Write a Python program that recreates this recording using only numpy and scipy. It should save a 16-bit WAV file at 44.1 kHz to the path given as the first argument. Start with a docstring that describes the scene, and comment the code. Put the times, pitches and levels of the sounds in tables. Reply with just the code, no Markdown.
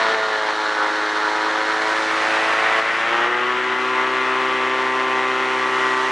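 """A flooded marsh: an airboat engine drives a large propeller, heard on board by a small hand-held camera.
The firing note sags, then climbs as the throttle opens; the camera turns from the engine side to the bow,
which recolours exhaust and roar. Exhaust: sines at orders of the firing rate. Blades and spray: shaped noise
that rasps with each firing. Pops: one short cycle per firing. Left and right differ mainly in the lower range."""
import sys
import numpy as np
from scipy import signal
from scipy.io import wavfile
from scipy.ndimage import uniform_filter1d

SR = 44100
rng = np.random.default_rng(int(sys.argv[2]) if len(sys.argv) > 2 else 0)


def boost(x):
    """Linear amplitude factor 10**(x/20) for a level x in decibels (scalar or array-like)."""
    u = np.asarray(x, float) / 20
    return 10 ** u


def store_pcm(level_fs):
    """Save levels as 16-bit WAV."""
    pcm = np.round(np.clip(level_fs, -1, 1) * 32767).astype(np.int16)
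    wavfile.write(sys.argv[1], SR, np.atleast_2d(pcm).T)


N = 269451
HOP = 256
STFT = dict(fs=SR, nperseg=1024, noverlap=1024 - HOP)

# engine firing: (time [s], rate [Hz])
FIRING_HZ = [(0.0, 111.0), (0.03, 111.6), (0.36, 107.8), (0.82, 106.1), (1.22, 106.1), (1.43, 107.1),
             (1.87, 108.4), (2.48, 109.3), (2.5, 109.9), (2.79, 110.6), (3.03, 113.5), (3.35, 121.6),
             (3.5, 124.3), (3.73, 126.7), (4.12, 128.5), (4.87, 129.2), (5.92, 128.6), (6.11, 129.0)]
# camera turn: (time [s], heading [0 back, 1 sideways, 2 turning forward, 3 bow])
CAMERA_HEADING = [(0, 0), (1.5, 0), (1.9, .44), (2.3, 1), (2.9, 1.04), (3.3, 2), (3.7, 2.5), (3.85, 3),
                  (6.11, 3)]


def curve(rows, t):
    """Reads a two-column table at times t."""
    return np.interp(t, *np.transpose(rows))


def evened(x):
    """Scales to rms 1."""
    return x / np.sqrt(np.mean(abs(x) ** 2) + 1e-20)


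def bell(t, centre_s, length_s):
    """Gaussian bump, 1/e at length_s from its centre."""
    return np.exp(-((t - centre_s) / length_s) ** 2)


def band(x, order, edge_hz, kind, zero_phase=True):
    """Butterworth filter, run both ways if zero_phase."""
    sos = signal.butter(order, edge_hz, kind, fs=SR, output="sos")
    return signal.sosfiltfilt(sos, x) if zero_phase else signal.sosfilt(sos, x)


def by_heading(rows, t):
    """Blends rows of four values along the camera's heading: rows x times."""
    heading = np.clip(curve(CAMERA_HEADING, t), 0, 3)
    return np.array([np.interp(heading, np.arange(len(row)), row) for row in rows])


def across_hz(rows, hz):
    """Spreads a table of spectra over hz, on a log frequency axis."""
    f, *columns = np.transpose(rows)
    return np.transpose([np.interp(np.log(hz + 1), np.log(f), column) for column in columns])


def level_db(t):
    """Level of the whole sound at the camera: a slow curve plus set drops that creep back exponentially."""
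    # slow part: (time [s], level [dB])
    slow_level = [(0, -17), (.6, -20), (1.5, -19), (2.3, -18.5), (2.8, -18.5), (3.25, -16), (3.8, -17.5),
                  (4.4, -17.5), (5, -18.5), (5.5, -19), (5.9, -18.5), (6.11, -20)]
    # the level drops at once: (time [s], change [dB])
    drops = [(0.149, -2), (2.8, -2.5), (3.275, -2.5)]
    fall_s, return_s = 0.01, 1.78
    db = curve(slow_level, t)
    for s, drop_db in drops:
        fall = np.clip((t - s) / fall_s, 0, 1)
        db = db + drop_db * fall * np.exp(-np.maximum(t - s, 0) / return_s)
    return db


def roar(turns):
    """Blade and spray turbulence: patchy noise whose middle range rasps with firings of uneven strength."""
    # spectrum of the roar: (frequency [Hz], density at headings 0, 1, 2, 3 [dB per Hz])
    roar_spectrum = [(60, -87, -86, -87, -86), (110, -65, -89, -62, -66), (165, -67, -72, -66, -65),
                     (220, -61, -60, -60, -57), (320, -50, -52.5, -46.5, -49.5),
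                     (684, -44.5, -43, -43, -42), (1000, -37.5, -36.5, -37.5, -37.5),
                     (1410, -37, -35, -36.5, -37.5), (1860, -40.5, -39, -36.5, -40.5),
                     (2640, -49.5, -40.5, -42.5, -45), (2910, -45.5, -42.5, -39.5, -42),
                     (4310, -44, -50.5, -54, -51.5), (4670, -51.5, -53, -56, -56.5),
                     (5710, -52.5, -56, -57.5, -56.5), (11120, -74, -73.5, -78, -75.5)]
    # the microphone's shadow shifts as it turns: (time [s], treble [dB], presence [dB])
    mic_shadow = [(0, -3.5, 1.5), (.14, -4, 0.5), (.17, -4, -1), (.6, -1.5, 0), (1.6, -2.5, -1.5),
                  (1.95, 1, -2), (2.35, 1.5, 1), (2.85, -1, 0.5), (3.3, -1.6, -1), (4.6, -2, -0.5),
                  (5.05, -1.5, -3), (5.35, -1, -1), (6.11, 2.5, -2)]
    patchy_db, flicker_db = 0.4, 0.57  # rms
    presence_hz, treble_hz = 2360, 4140
    throb_hz, throb, triple, uneven = [900, 5500], 0.32, 0.4, 0.25

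    hz, t, z = signal.stft(rng.standard_normal((2, N)), **STFT)
    patches = uniform_filter1d(rng.standard_normal(z.shape[1:]), size=14, axis=0)
    patches = evened(uniform_filter1d(patches, size=4, axis=1))
    flicker = evened(uniform_filter1d(rng.standard_normal(len(t)), size=2))

    above_presence, treble = (1 / (1 + (edge / (hz[:, None] + 1)) ** 8) for edge in (presence_hz, treble_hz))
    s, treble_db, presence_db = np.transpose(mic_shadow)
    shadow_db = (above_presence - treble) * np.interp(t, s, presence_db)
    shadow_db += treble * np.interp(t, s, treble_db)

    db = by_heading(across_hz(roar_spectrum, hz), t) + shadow_db
    db += patchy_db * patches + flicker_db * flicker
    noise = signal.istft(z * boost(db) * np.sqrt(SR / 2), **STFT)[1][:, :N]

    strength = 1 + uneven * rng.standard_normal(N)[turns.astype(int)]  # one value per firing
    puff = strength * np.sin(np.pi * turns) ** 4 - 3 / 8
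    puff -= triple * np.cos(6 * np.pi * turns)  # finer rasp, three to a firing
    return noise + throb * puff * band(noise, 2, throb_hz, "band")


def pops(turns):
    """Each firing gives a one-cycle pop, pull then push, most small, sizes by chance; stray peaks join them."""
    # stray sharp peaks: (time [s], peak before the high-pass [dB])
    stray_peaks = [(.1363, -20), (.1454, -6), (.488, -11), (2.7845, -7), (2.7872, -10), (2.7951, -10),
                   (3.1305, -8), (3.2616, -14), (3.2775, -15)]
    pop_s, jitter_s = 0.00012, .0007
    small_db, spread_db = -23.5, 2  # before the high-pass, at mean level

    t = np.arange(N) / SR
    fired = np.flatnonzero(np.diff((turns + .5).astype(int)))
    late, chance = rng.random((len(fired), 2)).T
    at = np.clip(fired + np.round((late - .5) * 2 * jitter_s * SR).astype(int), 0, N - 1)
    size_db = small_db + spread_db * np.minimum(-np.log(1 - chance), 4)
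    train = np.zeros(N)
    train[at] = boost(size_db + level_db(at / SR) - level_db(t).mean())
    for s, db in stray_peaks:
        train[round(s * SR)] = boost(db)
    u = np.arange(-60, 61) / SR / pop_s
    pop = u * np.exp(.5 - u ** 2 / 2)
    return band(np.convolve(train, pop, "same"), 2, 650, "high")


def exhaust(turns):
    """Sines locked to the firing; higher orders waver more, pipes and echoes scatter their phases."""
    # strongest orders: multiples of the firing rate
    strong_orders = [2, 3, 4, 5, 6, 8]
    # fixed peaks and hollows of pipes and hull that they slide through: (frequency [Hz], level [dB])
    pipe_response = [(212, -39), (223, -30), (245, -22), (258, -18), (318, -16), (326, -15.5), (335, -22),
                     (360, -8.5), (388, -9.5), (426, -15.5), (445, -11), (455, -19), (485, -13), (505, -24),
                     (516, -18), (535, -14), (560, -17), (630, -23), (645, -16), (665, -11.5), (690, -22),
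                     (730, -15), (772, -20), (852, -12), (885, -19), (970, -13), (1032, -8)]
    # change of each strong order while looking sideways [dB]
    sideways_db = [-1, 0.2, -4, 0.5, -1.5, 2]
    # change of each strong order while looking at the bow [dB]
    at_bow_db = [-0.1, 0, 1.3, -4.5, 1.5, -2.1]
    # other orders, quarters from uneven cylinders:
    # (multiple of firing rate, rounded to quarters below, level at headings 0, 1, 2, 3 [dB])
    weak_orders = [(1.0, -39.5, -35, -33.5, -31), (1.25, -45, -40.5, -40.0, -42.5),
                   (1.5, -61, -53, -47, -57), (1.75, -45, -46, -45, -43), (2.25, -42.5, -35, -44, -51),
                   (2.5, -32.5, -32, -32, -21.5), (2.75, -34, -38, -28, -24), (3.25, -31, -31, -31, -33.5),
                   (4.25, -30, -46, -40, -28), (7.0, -17.5, -14, -12.5, -13), (9.0, -14, -21, -15, -9),
                   (10.0, -16, -16, -13, -13.5), (11.0, -18, -16.5, -12, -14.5),
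                   (12.0, -14, -14, -23, -26.5), (13.0, -13, -20, -14, -18), (14.0, -15.5, -16, -17, -15),
                   (15.0, -17, -24.5, -15, -13.5), (15.9, -14.5, -14, -12, -14),
                   (16.92, -17.5, -14.5, -17, -20), (17.88, -21, -10, -34, -29),
                   (19.12, -22.5, -19, -29, -20.5), (20.04, -21, -23, -24, -21),
                   (21.04, -34, -19, -29, -23), (21.73, -32, -32, -29, -26), (23.14, -29, -31, -36, -26),
                   (24.6, -46, -28, -42, -31), (26.5, -42, -37, -34, -29), (27.3, -42, -36, -39, -35)]
    # half orders from strong-weak firing: (frequency [Hz], level at headings 0, 1, 2, 3 [dB])
    half_orders = [(400, -33, -34, -33, -44), (520, -32.5, -27, -27, -34), (794, -25, -21.5, -31, -25.5),
                   (1250, -20.5, -18.5, -14, -25), (1700, -20.5, -16, -21, -24), (2010, -20, -22, -25, -24),
                   (2580, -34, -25, -35, -33)]
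    # orders swell or fade as the camera shifts among echoes: (time [s], order, change [dB], length [s])
    order_fades = [(2.3, 18, -5, .25), (2.75, 17, 3, .25), (3.85, 16, 3, .35), (5.0, 11, -4, .3),
                   (4.3, 7, -2, .3), (5.3, 13, -4, .3), (.7, 14, 3, .3), (4.6, 8, -3, .08),
                   (5.35, 9, -2, .08), (5.95, 2, -2, .2), (0.13, 2, 2, 0.25), (0.33, 4, 1.5, 0.17),
                   (.3, 6, 3, .15), (4.1, 6, -6, .2), (4.7, 6, -2, 0.16), (5.24, 6, 2.5, 0.16),
                   (6, 7, 2.5, .1), (5.5, 7, 2.5, 0.083), (5.03, 8, 3.5, .25), (5.6, 5, -2, .2),
                   (3.48, 8, -2, 0.17), (3.55, 9, -3, .1), (1.44, 9, 2.5, 0.092), (1.83, 10, -6, .1),
                   (3.48, 10, 4.5, .12), (5.94, 15, 4.5, 0.34), (3.95, 11, 5.5, .15), (0.96, 8, -4.5, 0.12),
                   (3.7, 5, -4, .15), (0.29, 3, -12, 0.18), (2.58, 3, -2, 0.12), (0.99, 4, 1, 0.17),
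                   (5.95, 4, -8, 0.21), (1.22, 5, -5, 0.16), (3.14, 5, 7, 0.086), (1.56, 6, -8, 0.15),
                   (2.1, 6, -4.5, 0.23), (2.5, 6, 1.5, 0.15), (3.6, 6, -7, 0.24), (5.95, 6, -13, .12),
                   (1.1, 7, -5, 0.19), (2.1, 7, -6, 0.16), (2.9, 7, -6, 0.13), (3.57, 7, -8, 0.15),
                   (.05, 8, 5, .12), (0.57, 8, 3.5, 0.13), (1.72, 8, -7, 0.21), (2.83, 8, -6, 0.23),
                   (0.22, 9, -10, .1), (1.92, 9, 7, .12), (3.5, 9, 4, .15), (0.66, 10, -10, 0.19),
                   (5.03, 10, -10, 0.22), (0.12, 14, -14.5, 0.26), (0.32, 12, -16, 0.24), (5.9, 12, 10, .3),
                   (2.55, 13, -8, .15), (4.07, 13, 5.5, .2)]
    waver_share, waver_hz, steadiness = [.75, .95, 1., .3], 14., 1.45  # share of power at order 21, by heading
    pulse_order, pulse_smear_rad, smear_rad = 16.9, .9, 2.5  # close phases above pulse_order: firings click

    t = np.arange(0, N + HOP, HOP) / SR
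    firing_hz, heading = curve(FIRING_HZ, t), curve(CAMERA_HEADING, t)
    halves = np.arange(3, 24) + .5
    orders = np.r_[strong_orders, [round(4 * row[0]) / 4 for row in weak_orders], halves]

    f, pipe_db = np.transpose(pipe_response)
    strong_db = np.interp(np.log(np.outer(strong_orders, firing_hz)), np.log(f), pipe_db)
    strong_db += np.outer(sideways_db, np.maximum(1 - abs(heading - 1), 0))
    strong_db += np.outer(at_bow_db, np.clip(heading - 2, 0, 1))
    weak_db = np.r_[[row[1:] for row in weak_orders], across_hz(half_orders, halves * firing_hz.mean())]
    db = np.r_[strong_db, by_heading(weak_db, t)]
    for s, order, fade_db, length_s in order_fades:
        db[orders == round(order)] += fade_db * bell(t, s, length_s)

    # complex drift: amplitude and phase waver together
    chance = rng.standard_normal((len(orders), 3 * len(t), 2)) @ [1, 1j]
    slow = signal.filtfilt(*signal.butter(1, 2 * waver_hz * HOP / SR), chance, axis=1)
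    drift = evened(slow[:, len(t):-len(t)])
    share = np.clip(by_heading(np.outer((orders / 21) ** steadiness, waver_share), t), 0, 1)
    sizes = boost(db) * (np.sqrt(1 - share) + np.sqrt(share) * drift)

    lags_rad = np.where(orders > pulse_order, pulse_smear_rad, smear_rad) * rng.standard_normal(len(orders))
    out, fine_t = np.zeros(N), np.arange(N) / SR
    for order, size, lag in zip(orders, sizes, lags_rad):
        phase = 2 * np.pi * order * (turns + .5) + lag
        out += (np.interp(fine_t, t, size) * np.exp(1j * phase)).real
    return np.sqrt(2) * out


def dip_db(t):
    """Regular brief dips of the left side against the right; one is left out."""
    depth_db, first_s, every_s, length_s = -.8, .22, .5, .045
    since = (t - first_s + every_s / 2) % every_s - every_s / 2
    return depth_db * np.exp(-(since / length_s) ** 4) * ((t < 2.5) | (t > 3.0))


def sides(mid, apart):
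    """Half the left-right difference: kept below a moving edge, and above it only in brief scattered patches."""
    # balance below the edge: (time [s], left minus right [dB])
    balance = [(0, .6), (.15, .6), (.17, 0), (2.77, 0), (2.81, 1.2), (3.27, 1.2), (3.33, 1.9), (4.3, 1.9),
               (4.7, 1.1), (5.95, 1), (6.03, -1), (6.11, -1)]
    # noise opposite in left and right: (frequency [Hz], gain before the weights below [dB])
    apart_spectrum = [(60, -14), (200, -20), (600, -17), (1500, -14.5), (3500, -13.5), (9000, -10)]
    least_edge_hz, edge_hz_per_db = 2600, 2900  # edge is higher for a larger left excess
    patches_per_s, patch_db = 32, 5  # count within 260 bins

    hz, t, (z_mid, z_apart) = signal.stft([mid, apart], **STFT)
    pan_db, dip = curve(balance, t), dip_db(t)
    lean_db = np.where(pan_db > .8, pan_db, pan_db + dip)
    edge_hz = np.maximum(least_edge_hz, edge_hz_per_db * (pan_db + dip / 2))
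    below_edge = 1 / (1 + (hz[:, None] / edge_hz) ** 16)
    off_centre = np.clip((abs(pan_db) + abs(dip)) / .4, 0, 1)

    # patches 16 bins by 4 frames
    odds = patches_per_s * 4 * HOP / SR * 16 / 260
    seeds = rng.random((len(hz) // 16 + 1, len(t) // 4 + 1)) < odds
    side_patches = np.kron(seeds, np.ones((16, 4)))[:len(hz), :len(t)]

    weights = np.maximum(below_edge * off_centre, boost(patch_db) * side_patches)
    apart_gain = boost(across_hz(apart_spectrum, hz)) * weights
    lean = np.tanh(lean_db * np.log(10) / 40)  # side over mid for this dB balance
    return signal.istft(below_edge * lean * z_mid + apart_gain * z_apart, **STFT)[1][:N]


def scene():
    """Engine and roar reach two close microphone ports almost alike; pops reach both equally."""
    # surges and dips in the middle range: (time [s], change [dB], length [s])
    surges = [(.36, 1.5, 0.035), (0.497, 4, 0.02), (.56, -1, .03), (0.657, 1.5, .04), (0.83, 3.5, 0.059),
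              (1.243, 1, 0.33), (1.91, 1, 0.043), (2.533, 0.5, 0.033), (2.68, 1.2, .1), (2.902, 2, 0.04),
              (3.134, 1, 0.03), (3.999, 2, 0.064), (5.84, 0.5, 0.067)]
    t = np.arange(N) / SR
    turns = np.cumsum(curve(FIRING_HZ, t)) / SR  # firings so far
    shared, apart = roar(turns)
    mid = exhaust(turns) + shared
    surge_db = sum(db * bell(t, s, length_s) for s, db, length_s in surges)
    mid = mid + (boost(surge_db) - 1) * band(mid, 2, [550, 2500], "band")
    side = sides(mid, apart)
    return boost(level_db(t)) * np.array([mid + side, mid - side]) + pops(turns)


def roll_off(x):
    """The treble ends steeply here."""
    return signal.sosfilt(signal.butter(12, 11370, fs=SR, output="sos"), x)


def record(dry):
    """The small microphone cuts deep bass and top treble and adds faint low self-noise, partly shared."""
    thin = band(dry, 4, 85, "high", zero_phase=False)
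    thin = signal.oaconvolve(thin, signal.firwin(255, 10850, fs=SR)[None], "same")
    white = rng.standard_normal(N) + .6 * rng.standard_normal(dry.shape)
    rumble = band(white, 5, 100, "low", zero_phase=False)
    mix = thin + boost(-76.0) * evened(rumble)
    return roll_off(mix)


dry = scene()
out = record(dry)
store_pcm(out)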